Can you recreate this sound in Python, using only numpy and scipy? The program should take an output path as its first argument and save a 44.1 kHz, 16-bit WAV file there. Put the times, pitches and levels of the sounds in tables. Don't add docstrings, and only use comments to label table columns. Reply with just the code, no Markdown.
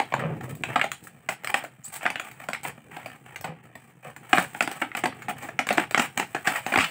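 import sys
import numpy as np
from scipy import signal
from scipy.fft import rfft, irfft
from scipy.io import wavfile
from scipy.ndimage import uniform_filter1d

SR = 44100
rng = np.random.default_rng(int(sys.argv[2]) if len(sys.argv) > 2 else 0)


def digitize_waveform(pressure):
    field = np.atleast_2d(pressure).T
    bounded = np.clip(field, -1, 1)
    quanta = np.round(bounded * 32767).astype(np.int16)
    wavfile.write(sys.argv[1], SR, quanta)


N = 304290

# [t/s, sheet level/dB before the shell gain, sheet pitch/Hz, basic slip length/ms,
# body level/dB relative to the sheet, crack level/dB relative to the sheet]
SNAPS = [(0, -24.5, 2040, 1, 4.5, -16.5), (0.1223, -35, 2080, 4.5, 7.5, -30),
         (.139, -22, 1850, 1.4, 3.5, -19), (0.1928, -31, 1800, 8.2, -20, -17),
         (0.4085, -40.5, 1540, 5, 1, -12), (.5518, -53, 2110, 1.7, 0, 9.5),
         (0.636, -24.5, 2420, 1.8, -8, -16), (0.7577, -18, 1410, 6, 0.5, -21.5),
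         (0.7945, -25.5, 1680, 2, -11, -21), (0.8134, -19, 2170, 3.9, -12, -22),
         (0.8401, -27, 1800, 4.1, 2.5, -13.5), (0.9167, -30.5, 2110, 0.48, -16, -3),
         (1.0705, -43, 1680, 3.6, -10, -21), (1.288, -23.5, 2110, 4.5, -3.5, -10.5),
         (1.4353, -46, 2030, 1.9, 1, -6), (1.4452, -31, 2390, 1.8, -9, -6.5),
         (1.4726, -28, 2220, 1, -14, -9), (1.4948, -38.5, 1850, 4.1, 8, -17),
         (1.5412, -18.5, 1820, 3.2, -2.5, -14), (1.638, -49, 1640, 2.4, 13.5, 6.5),
         (1.647, -38, 1450, 2.8, -6, -12), (1.9633, -42, 2260, 3.2, -4, 4),
         (2.0298, -37.5, 2000, 1.2, 1, -7), (2.054, -24.5, 1670, 4.5, 2, -34),
         (2.0626, -19.5, 1860, 2.5, -18, -23), (2.1017, -29.5, 2200, 2.5, -2.5, -10),
         (2.1568, -27, 2160, 2.1, -9, -22), (2.1969, -28.5, 2140, 1.4, -11, -11),
         (2.313, -44.5, 2080, 4.5, -12, -4), (2.4004, -45, 2000, 2.3, 3, -11),
         (2.438, -47, 2190, 4.8, 3.5, -5), (2.4866, -28.5, 1590, 1.8, 0.5, -10),
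         (2.5318, -26.5, 2100, 2.4, -10, -11), (2.546, -30, 2080, 3.5, -27, -27),
         (2.6499, -32.5, 2080, 4.5, 3.5, -21), (2.966, -39, 2080, 3.8, 4.5, -10),
         (3.059, -37.5, 2410, 6.2, 3, -8), (3.3589, -34, 2130, 4.3, -11.5, -10),
         (3.41, -47, 2060, 2.3, 0, 6.5), (3.4424, -31.5, 2120, 9.3, 4, -10),
         (3.7534, -43, 1900, 3.8, 0.5, -6), (4.1631, -41, 1940, 2.3, -3.5, -6),
         (4.3301, -13, 1920, 2.3, -1.5, -20), (4.3738, -21, 2140, 0.41, -5, -18),
         (4.3817, -15.5, 1640, 1.5, -3.5, -18), (4.5481, -34, 1800, 1.2, 0, -30),
         (4.6069, -17.5, 2340, 0.93, -7, -17), (4.6229, -30.5, 1820, 3.7, 1, -2),
         (4.6752, -28, 1770, 0.63, 1.5, -11), (4.714, -36.5, 3040, 1.7, 1, -1.5),
         (4.8153, -32, 1780, 5.2, 5.5, -28), (4.8188, -21, 1780, 4.8, -2.5, -25),
         (4.916, -36.5, 2060, 2.4, -14, -41), (4.9497, -27, 2070, 2, -3.5, -17.5),
         (4.9712, -29, 2180, 9.7, -5.5, -12), (5.0368, -23, 1940, 6.9, 2, -15),
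         (5.0558, -24.5, 1830, 5.1, 3, -11.5), (5.124, -41, 1870, 4.7, -13, -24),
         (5.22, -38.5, 1790, 8.4, -10, -10), (5.2832, -31.5, 1570, 6.3, 6.5, -14),
         (5.308, -39.5, 2180, 1.9, 6, -7), (5.423, -37, 1840, 28, 4, -5.5),
         (5.487, -35.5, 1640, 5.1, -1.5, -16), (5.59, -19, 2120, 3.6, -4, -16.5),
         (5.6683, -30.5, 1980, 2.7, -3, -7), (5.689, -24, 1870, 0.32, -10, -9.5),
         (5.705, -23, 1780, 7.3, 3.5, -19), (5.7258, -33, 2060, 2.7, -8, -0.5),
         (5.7731, -31, 1780, 5.7, 7.5, -7), (5.7806, -17, 1780, 0.12, 1, -21),
         (5.7977, -30, 1960, 2.6, -7, -8), (5.9095, -33.5, 1930, 1.7, -1.5, -3.5),
         (5.9453, -16, 2020, 1, -6.5, -19.5), (5.9756, -19, 1830, 5.5, -1, -11.5),
         (5.9953, -18, 2340, 4.5, -3, -10.5), (6.175, -26.5, 2420, 0.92, 1.5, -3),
         (6.197, -25, 1910, 2.8, 2.5, -8.5), (6.347, -26, 1920, 5.1, 2, -14.5),
         (6.3657, -31, 1800, 1.7, -24, -38), (6.472, -17.5, 1800, 6.8, -3, -12.5),
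         (6.557, -27.5, 2050, 9.9, -15, -12), (6.6639, -28, 2120, 1.4, 2, -11),
         (6.7205, -24.5, 2340, 8.1, -2, -24), (6.7387, -20.5, 1390, 2.2, -2.5, -21),
         (6.7581, -17, 2500, .7, -3, -24), (6.7746, -27, 1850, 3.6, 8, -5),
         (6.7856, -18, 2080, 6.4, -13, -16.5), (6.7964, -24, 2260, 6.5, -14, -17),
         (6.8028, -21, 2780, 32, -24, -9), (6.8401, -22.5, 2620, 11, -27, -12.5)]
# [t/s, length/s, crinkle level/dB, hiss level/dB], mid-stroke
SLIDES = [(0.431, 0.024, -49, -51), (0.488, 0.021, -47.5, -46.5), (0.683, 0.06, -39.5, -58),
          (1.026, 0.057, -63, -52.5), (1.292, 0.041, -41.5, -47), (1.489, 0.016, -36, -43),
          (1.563, 0.031, -42, -46), (1.585, 0.062, -47, -64), (1.84, 0.13, -61, -65),
          (1.921, 0.052, -47.5, -41.5), (2.004, 0.048, -42, -52), (2.234, 0.054, -48, -55),
          (2.395, 0.045, -50, -57), (2.63, 0.052, -44, -41.5), (2.771, 0.013, -57, -81),
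          (2.906, 0.13, -50, -62), (3.042, 0.12, -53, -63), (3.252, 0.097, -54.5, -66.5),
          (3.445, 0.05, -49, -68), (3.629, 0.051, -67, -69), (3.777, 0.14, -69, -69),
          (4.025, 0.093, -51, -60), (4.225, 0.055, -56, -66), (4.288, 0.049, -50, -53),
          (4.339, 0.11, -36, -42), (4.548, 0.065, -55, -56), (4.704, 0.073, -45.5, -51.5),
          (4.795, 0.03, -48.5, -45.5), (4.959, 0.035, -41, -43.5), (5.14, 0.12, -58, -64.5),
          (5.285, 0.019, -33, -42.5), (5.361, .14, -49.5, -55), (5.705, 0.059, -41, -58),
          (5.781, 0.061, -36, -53), (6.007, 0.053, -33.5, -42), (6.17, 0.059, -34.5, -52),
          (6.443, 0.15, -34.5, -43.5), (6.665, .095, -41, -47), (6.763, 0.069, -34, -65)]
# [t/s, crinkle level/dB, hiss level/dB], both before the gains in handling()
TICKING = [(0.0, -44.5, -62), (0.33, -45, -70), (0.69, -56.5, -61.5), (1.29, -53.5, -72),
           (1.44, -49.5, -71), (1.88, -57, -72), (2.08, -44, -73), (2.21, -47.5, -64), (2.82, -53.5, -69.5),
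           (3.28, -56, -70.5), (3.5, -50.5, -77.5), (4.04, -58.5, -74.5), (4.55, -44, -55.5),
           (5.0, -49, -69), (5.4, -51, -72), (5.82, -47.5, -67), (6.23, -49.5, -61), (6.9, -35.5, -52)]
# [t/s, level/dB before the gain in handling()]
SCUFFING = [(0, -59), (.12, -50), (.25, -41), (.48, -42), (.6, -46.5), (.7, -41), (.85, -53.5), (1.2, -58),
            (1.9, -59), (2.1, -57), (2.8, -56), (3.05, -56.5), (3.6, -56), (3.98, -61), (4.4, -50),
            (4.85, -58.5), (5.1, -50.5), (6.9, -57.5)]
# [t/s, length/s, level/dB mid-stroke, bright grit/dB relative to the drag]
DRAGS = [(0.166, 0.092, -41, -6), (0.202, 0.041, -38.5, -12), (0.229, 0.11, -40, -23),
         (0.422, 0.12, -50.5, -17), (0.695, 0.067, -51, -16), (2.648, 0.053, -42.5, -0.5),
         (3.434, 0.094, -45.5, -34), (4.044, 0.06, -46.5, -27)]
# [t/s, middle pitch/Hz, middle level/dB]
SQUEAK = [(1.836, 6660, -60), (1.842, 7100, -44), (1.855, 7960, -35), (1.874, 7850, -48),
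          (1.886, 8900, -42), (1.897, 9100, -72)]
# [t/s, level/dB, pitch/Hz, time to fall by 60 dB/s]
BUMPS = [(.14, -30.5, 133, 0.53), (.246, -23, 160.2, 0.37), (0.313, -28, 149, 0.19), (.441, -31, 128, 0.22),
         (0.527, -32, 153, 0.13), (2.661, -53, 160, .14), (2.927, -42, 158, .2), (3.489, -33.5, 161, 0.3),
         (4.382, -23, 183, .12), (5.708, -29, 180, 0.061), (5.993, -19, 235, 0.084),
         (6.767, -33.5, 170, 0.24), (6.784, -23.5, 96.5, 0.054)]

SHEET_COLOUR = [(300, -24), (700, -10), (1200, 4), (1800, -0.5), (2800, -4.5), (3600, -11.5), (6000, -31.5),
                (12000, -20.5)]
CARD_COLOUR = [(50, -42), (100, -18), (165, -3.5), (260, 3), (400, -3), (540, -18), (800, -2.5),
               (2000, -65)]
CRACK_COLOUR = [(2500, -19.5), (3700, 2), (4800, -1.5), (5700, -6), (7000, -0.5), (8100, 2), (9300, -7.5),
                (12500, -16), (15200, -20), (16500, -26)]
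AFTERCRACK_COLOUR = [(2500, -8), (3800, -10), (5600, -6), (7000, -14), (8200, 8), (9700, -1), (12500, -11),
                     (15200, -4), (16500, -22)]
CRINKLE_COLOUR = [(200, -21.5), (550, 6), (800, 15.5), (1050, 8.5), (1600, 11.5), (2400, 10.5), (3100, 2),
                  (3900, -19.5), (6000, -21), (12000, -54)]
HISS_COLOUR = [(2000, -21), (4000, -5), (5600, -8.5), (7000, -2.5), (8200, 9), (9700, -4), (12500, -5.5),
               (14200, -6), (15200, 6.5), (16500, -1)]
SCUFF_COLOUR = [(25, -46), (55, -16), (85, -7), (125, 3), (170, 0), (220, 2), (350, -5.5), (550, -12),
                (1000, -22.5), (3000, -51)]
DRAG_COLOUR = [(60, -25), (100, 1.5), (145, 9.5), (210, 4), (330, -1.5), (520, 5), (800, 0), (1400, -4.5),
               (2600, -14), (5000, -57)]
ROOM_COLOUR = [(60, 0), (150, -4), (280, -2), (800, -3), (2000, -7.5), (3200, -1.5), (5000, -2.5),
               (7000, -2), (8500, -3), (11000, -0.5), (15000, -5)]

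# [f/Hz, time/s]
ROOM_T60 = [(100, 0.62), (260, 0.14), (800, 0.13), (2000, 0.18), (5000, 0.22), (13000, 0.076)]
# [delay/s before a random stretch, level/dB]
REFLECTIONS = [(.0021, -6), (.0047, -13.5), (0.0132, -15.5)]

TOP_HZ = 15650
SNAP_SIZE = 2048
SETTLE_CRINKLE_DB, SETTLE_HISS_DB, SETTLE_S = -13.5, -11.5, 0.019
CARD_DB, CARD_FREED_DB_PER_S = -11, 1.0154


def shell(gain_db=-7.5, count=7):
    places = np.zeros((count, N))
    for k, (s, db, hz, slip_ms, body_db, crack_db) in enumerate(SNAPS):
        card_db = body_db + CARD_DB + CARD_FREED_DB_PER_S * s
        sound = snap(db, hz, slip_ms, card_db, body_db, crack_db)
        add(places[k % count], s, undb(db + gain_db) * sound)
    return sum(room(place) for place in places)


def snap(sheet_db, hz, slip_ms, card_db, hollow_db, crack_db, slip_rate=5000, slip_size=0.67,
         detune=0.064, build_ms=0.5, tear_ms=0.46, top_db=-4.5):
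    ms = np.arange(SNAP_SIZE) / SR * 1000
    fade = np.exp(-(ms / max(slip_ms + 0.69, 0.2)) ** 1.47)
    run = fade * (1 - np.exp(-ms / build_ms))
    slips = rng.random(SNAP_SIZE) < slip_rate / SR
    push = slip_size * run * slips * rng.standard_normal(SNAP_SIZE)
    push[int(build_ms * SR / 1000)] = 1

    bend = np.exp(detune * rng.standard_normal(6))
    sheet = resonate(push, hz, 640)
    sheet = sheet + 0.5 * resonate(push, 1520 * bend[0], 136)
    sheet = sheet + 0.26 * resonate(push, 2200 * bend[1], 220)
    hollow = resonate(resonate(push, 780 * bend[2], 146), 874, 840)
    card = push + 0.55 * resonate(push, 290 * bend[5] ** 2, 87)

    fine = run * (1 - np.exp(-ms / tear_ms)) * rng.standard_normal(SNAP_SIZE) + 0.5 * push
    wide = 1.37 * undb(0.5 * (sheet_db + 29.5))
    low_ring = wide * resonate(fine, 5100 * bend[3] ** 1.9, 700)
    high_ring = 2.3 * resonate(fine, 7500 * bend[4] ** 1.47, 760)
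    crease = 0.49 * fine + 0.51 * (low_ring + high_ring)

    tick_db = top_db + 0.13 * (min(crack_db, 0) + 17) - 0.46 * (sheet_db + 28)
    tick = unit(resonate(resonate(fine, 16300, 2500), 21000, 5600)) * undb(tick_db)
    crack = unit(colour(crease, CRACK_COLOUR)) + tick

    parts = (colour(sheet, SHEET_COLOUR), hollow, colour(card, CARD_COLOUR), crack)
    levels_db = (0, hollow_db, card_db, crack_db)
    sound = sum(unit(part) * undb(db) for part, db in zip(parts, levels_db))
    return sound * rng.choice([-1, 1])


def settling(rise_s=0.0023):
    dull_power, bright_power = np.zeros(N), np.zeros(N)
    t = np.arange(SR // 2) / SR
    fade = (1 - np.exp(-t / rise_s)) * np.exp(-t / SETTLE_S)
    for s, db, *_, crack_db in SNAPS:
        add(dull_power, s, (fade * undb(db + SETTLE_CRINKLE_DB)) ** 2)
        add(bright_power, s, (fade * undb(db + crack_db + SETTLE_HISS_DB)) ** 2)
    ticks = flecks(rate=790, spread_db=5.5)
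    dull = even(colour(ticks, CRINKLE_COLOUR), span_s=0.017)
    bright = even(colour(ticks, AFTERCRACK_COLOUR), span_s=0.028)
    return dull * np.sqrt(dull_power) + bright * np.sqrt(bright_power)


def handling(crinkle_db=-9.5, hiss_db=0.5, scuff_db=1.0, catch_db=5.0):
    _, _, rub_db, rub_hiss_db = np.transpose(SLIDES)
    catching = undb(catch_db * walk(130))
    creases = grains(rate=2600, spread_db=1.5) * catching
    crinkle = even(colour(creases, CRINKLE_COLOUR), span_s=0.017)
    slips = grains(rate=4700, spread_db=7.0) * catching
    hiss = even(colour(slips + 0.5 * creases, HISS_COLOUR))
    rubbing = crinkle * strokes(SLIDES, rub_db) + hiss * strokes(SLIDES, rub_hiss_db)

    ticks = flecks(rate=490, spread_db=5.5)
    tick_crinkle_db, tick_hiss_db = follow(TICKING)
    tick_crinkle = even(colour(ticks + 0.95 * creases, CRINKLE_COLOUR), span_s=0.017)
    tick_hiss = even(colour(ticks + 0.32 * creases, HISS_COLOUR), span_s=0.018)
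    ticking = tick_crinkle * undb(tick_crinkle_db + crinkle_db)
    ticking += tick_hiss * undb(tick_hiss_db + hiss_db)

    grit = grains(rate=700, spread_db=1.0) * catching
    boom = 0.74 * resonate(grit, 130, 20) + 0.67 * resonate(grit, 138, 22)
    scuff = even(colour(grit + boom, SCUFF_COLOUR), span_s=0.13)
    return rubbing + ticking + scuff * undb(follow(SCUFFING)[0] + scuff_db)


def drags():
    _, _, db, grit_db = np.transpose(DRAGS)
    grit = grains(rate=700, spread_db=-1.5)
    rasp = even(colour(grit, DRAG_COLOUR)) * strokes(DRAGS, db)
    crunch = even(colour(grit, CRINKLE_COLOUR)) * strokes(DRAGS, db + grit_db)
    return rasp + crunch


def squeak(waver=0.0242, hiss_db=-6):
    s, *columns = np.transpose(SQUEAK)
    t = np.arange(N) / SR
    hz, db = (np.interp(t, s, column) for column in columns)
    phase = 2 * np.pi * np.cumsum(hz * (1 + waver * walk(3000))) / SR
    hiss = unit(colour(rng.standard_normal(N), HISS_COLOUR))
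    sound = np.sin(phase) + undb(hiss_db) * hiss
    return sound * undb(db + 2.7 * walk(400)) * (t > s[0]) * (t < s[-1])


def bumps():
    out, t = np.zeros(N), np.arange(SR // 2) / SR
    for s, db, hz, t60 in BUMPS:
        swell = (1 - np.exp(-t / 0.00083)) * np.exp(-np.log(1000) * t / t60)
        add(out, s, undb(db) * swell * np.sin(2 * np.pi * hz * t))
    return out


def room(x, wet_db=-2.5, onset_s=0.0096):
    t = np.arange(SR // 2) / SR
    hz = np.fft.rfftfreq(len(t), 1 / SR)
    noise = rfft(rng.standard_normal(len(t)))
    octave = np.round(np.log2(np.maximum(hz, 2 ** 6)))
    tail = 0
    for k in np.unique(octave):
        fade = np.exp(-np.log(1000) * t / read(ROOM_T60, 2 ** k))
        fade = fade * (1 - np.exp(-(t / onset_s) ** 2))
        tail = tail + irfft(noise * (octave == k), len(t)) * fade / np.linalg.norm(fade)
    response = undb(wet_db) * colour(tail, ROOM_COLOUR)
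    response[0] += 1
    for delay, db in REFLECTIONS:
        add(response, delay * rng.uniform(0.7, 1.4), undb([db]))
    return signal.oaconvolve(x, response)[:N]


def wander(x, turn_hz=3.1, count=4):
    place = np.arange(N) / SR * turn_hz * count
    away = [(place - k + count / 2) % count - count / 2 for k in range(count)]
    return sum(room(x * np.cos(np.pi / 2 * np.clip(a, -1, 1))) for a in away)


def grains(rate, spread_db):
    happens = rng.random(N) < rate / SR
    size = np.minimum(rng.exponential(size=N), 4)
    return unit(happens * undb(spread_db * size) * rng.choice([-1, 1], N))


def flecks(rate, spread_db, length_s=0.0028):
    keep = np.exp(-2 / (length_s * SR))
    energy = signal.lfilter([1], [1, -keep], grains(rate, spread_db) ** 2)
    return unit(np.sqrt(energy + 1e-18) * rng.standard_normal(N))


def strokes(table, levels_db, edge_s=0.01, easing_db=3.0):
    out, t = np.zeros(N), np.arange(SR // 2) / SR
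    for (s, length, *_), db in zip(table, levels_db):
        gate = np.clip(np.minimum(t, length + edge_s - t) / edge_s, 0, 1)
        easing = easing_db * (0.5 - np.minimum(t / length, 1))
        add(out, s, gate * undb(db + easing))
    return out


def resonate(x, hz, width_hz):
    return signal.lfilter(*signal.iirpeak(hz, hz / width_hz, fs=SR), x)


def colour(x, points):
    log_gain = read(points, np.fft.rfftfreq(SNAP_SIZE, 1 / SR)) * np.log(10) / 20
    cepstrum = irfft(log_gain)
    half = SNAP_SIZE // 2 - 1
    fold = np.r_[1, np.full(half, 2), 1, np.zeros(half)]
    return signal.fftconvolve(x, irfft(np.exp(rfft(cepstrum * fold))))[:len(x)]


def even(x, span_s=0.03):
    power = uniform_filter1d(x ** 2, int(span_s * SR))
    return x / np.sqrt(np.maximum(power, 1e-6))


def walk(rate):
    hold = int(SR / rate)
    steps = np.repeat(rng.standard_normal(N // hold + 1), hold)
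    return unit(uniform_filter1d(steps, hold)[:N])


def follow(curve):
    s, *columns = np.transpose(curve)
    return [np.interp(np.arange(N) / SR, s, column) for column in columns]


def read(points, hz):
    f, value = np.transpose(points)
    return np.interp(np.log(np.maximum(hz, 1)), np.log(f), value)


def add(track, s, sound):
    start = max(int(s * SR), 0)
    part = sound[:max(len(track) - start, 0)]
    track[start:start + len(part)] += part


def undb(db):
    return 10 ** (np.asarray(db) / 20)


def unit(x):
    return x / np.sqrt(np.mean(x ** 2) + 1e-24)


def scene():
    rubbing = handling() + settling() + drags() + squeak()
    return (shell() + wander(rubbing) + bumps())[None]


def record(dry, low_cut_hz=68):
    low_cut = signal.butter(3, low_cut_hz, "high", fs=SR, output="sos")
    top_cut = signal.ellip(10, 0.2, 70, TOP_HZ, fs=SR, output="sos")
    thin = signal.sosfilt(low_cut, dry)
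    return signal.sosfilt(top_cut, np.clip(thin, -1, 1))


dry = scene()
out = record(dry)
digitize_waveform(out)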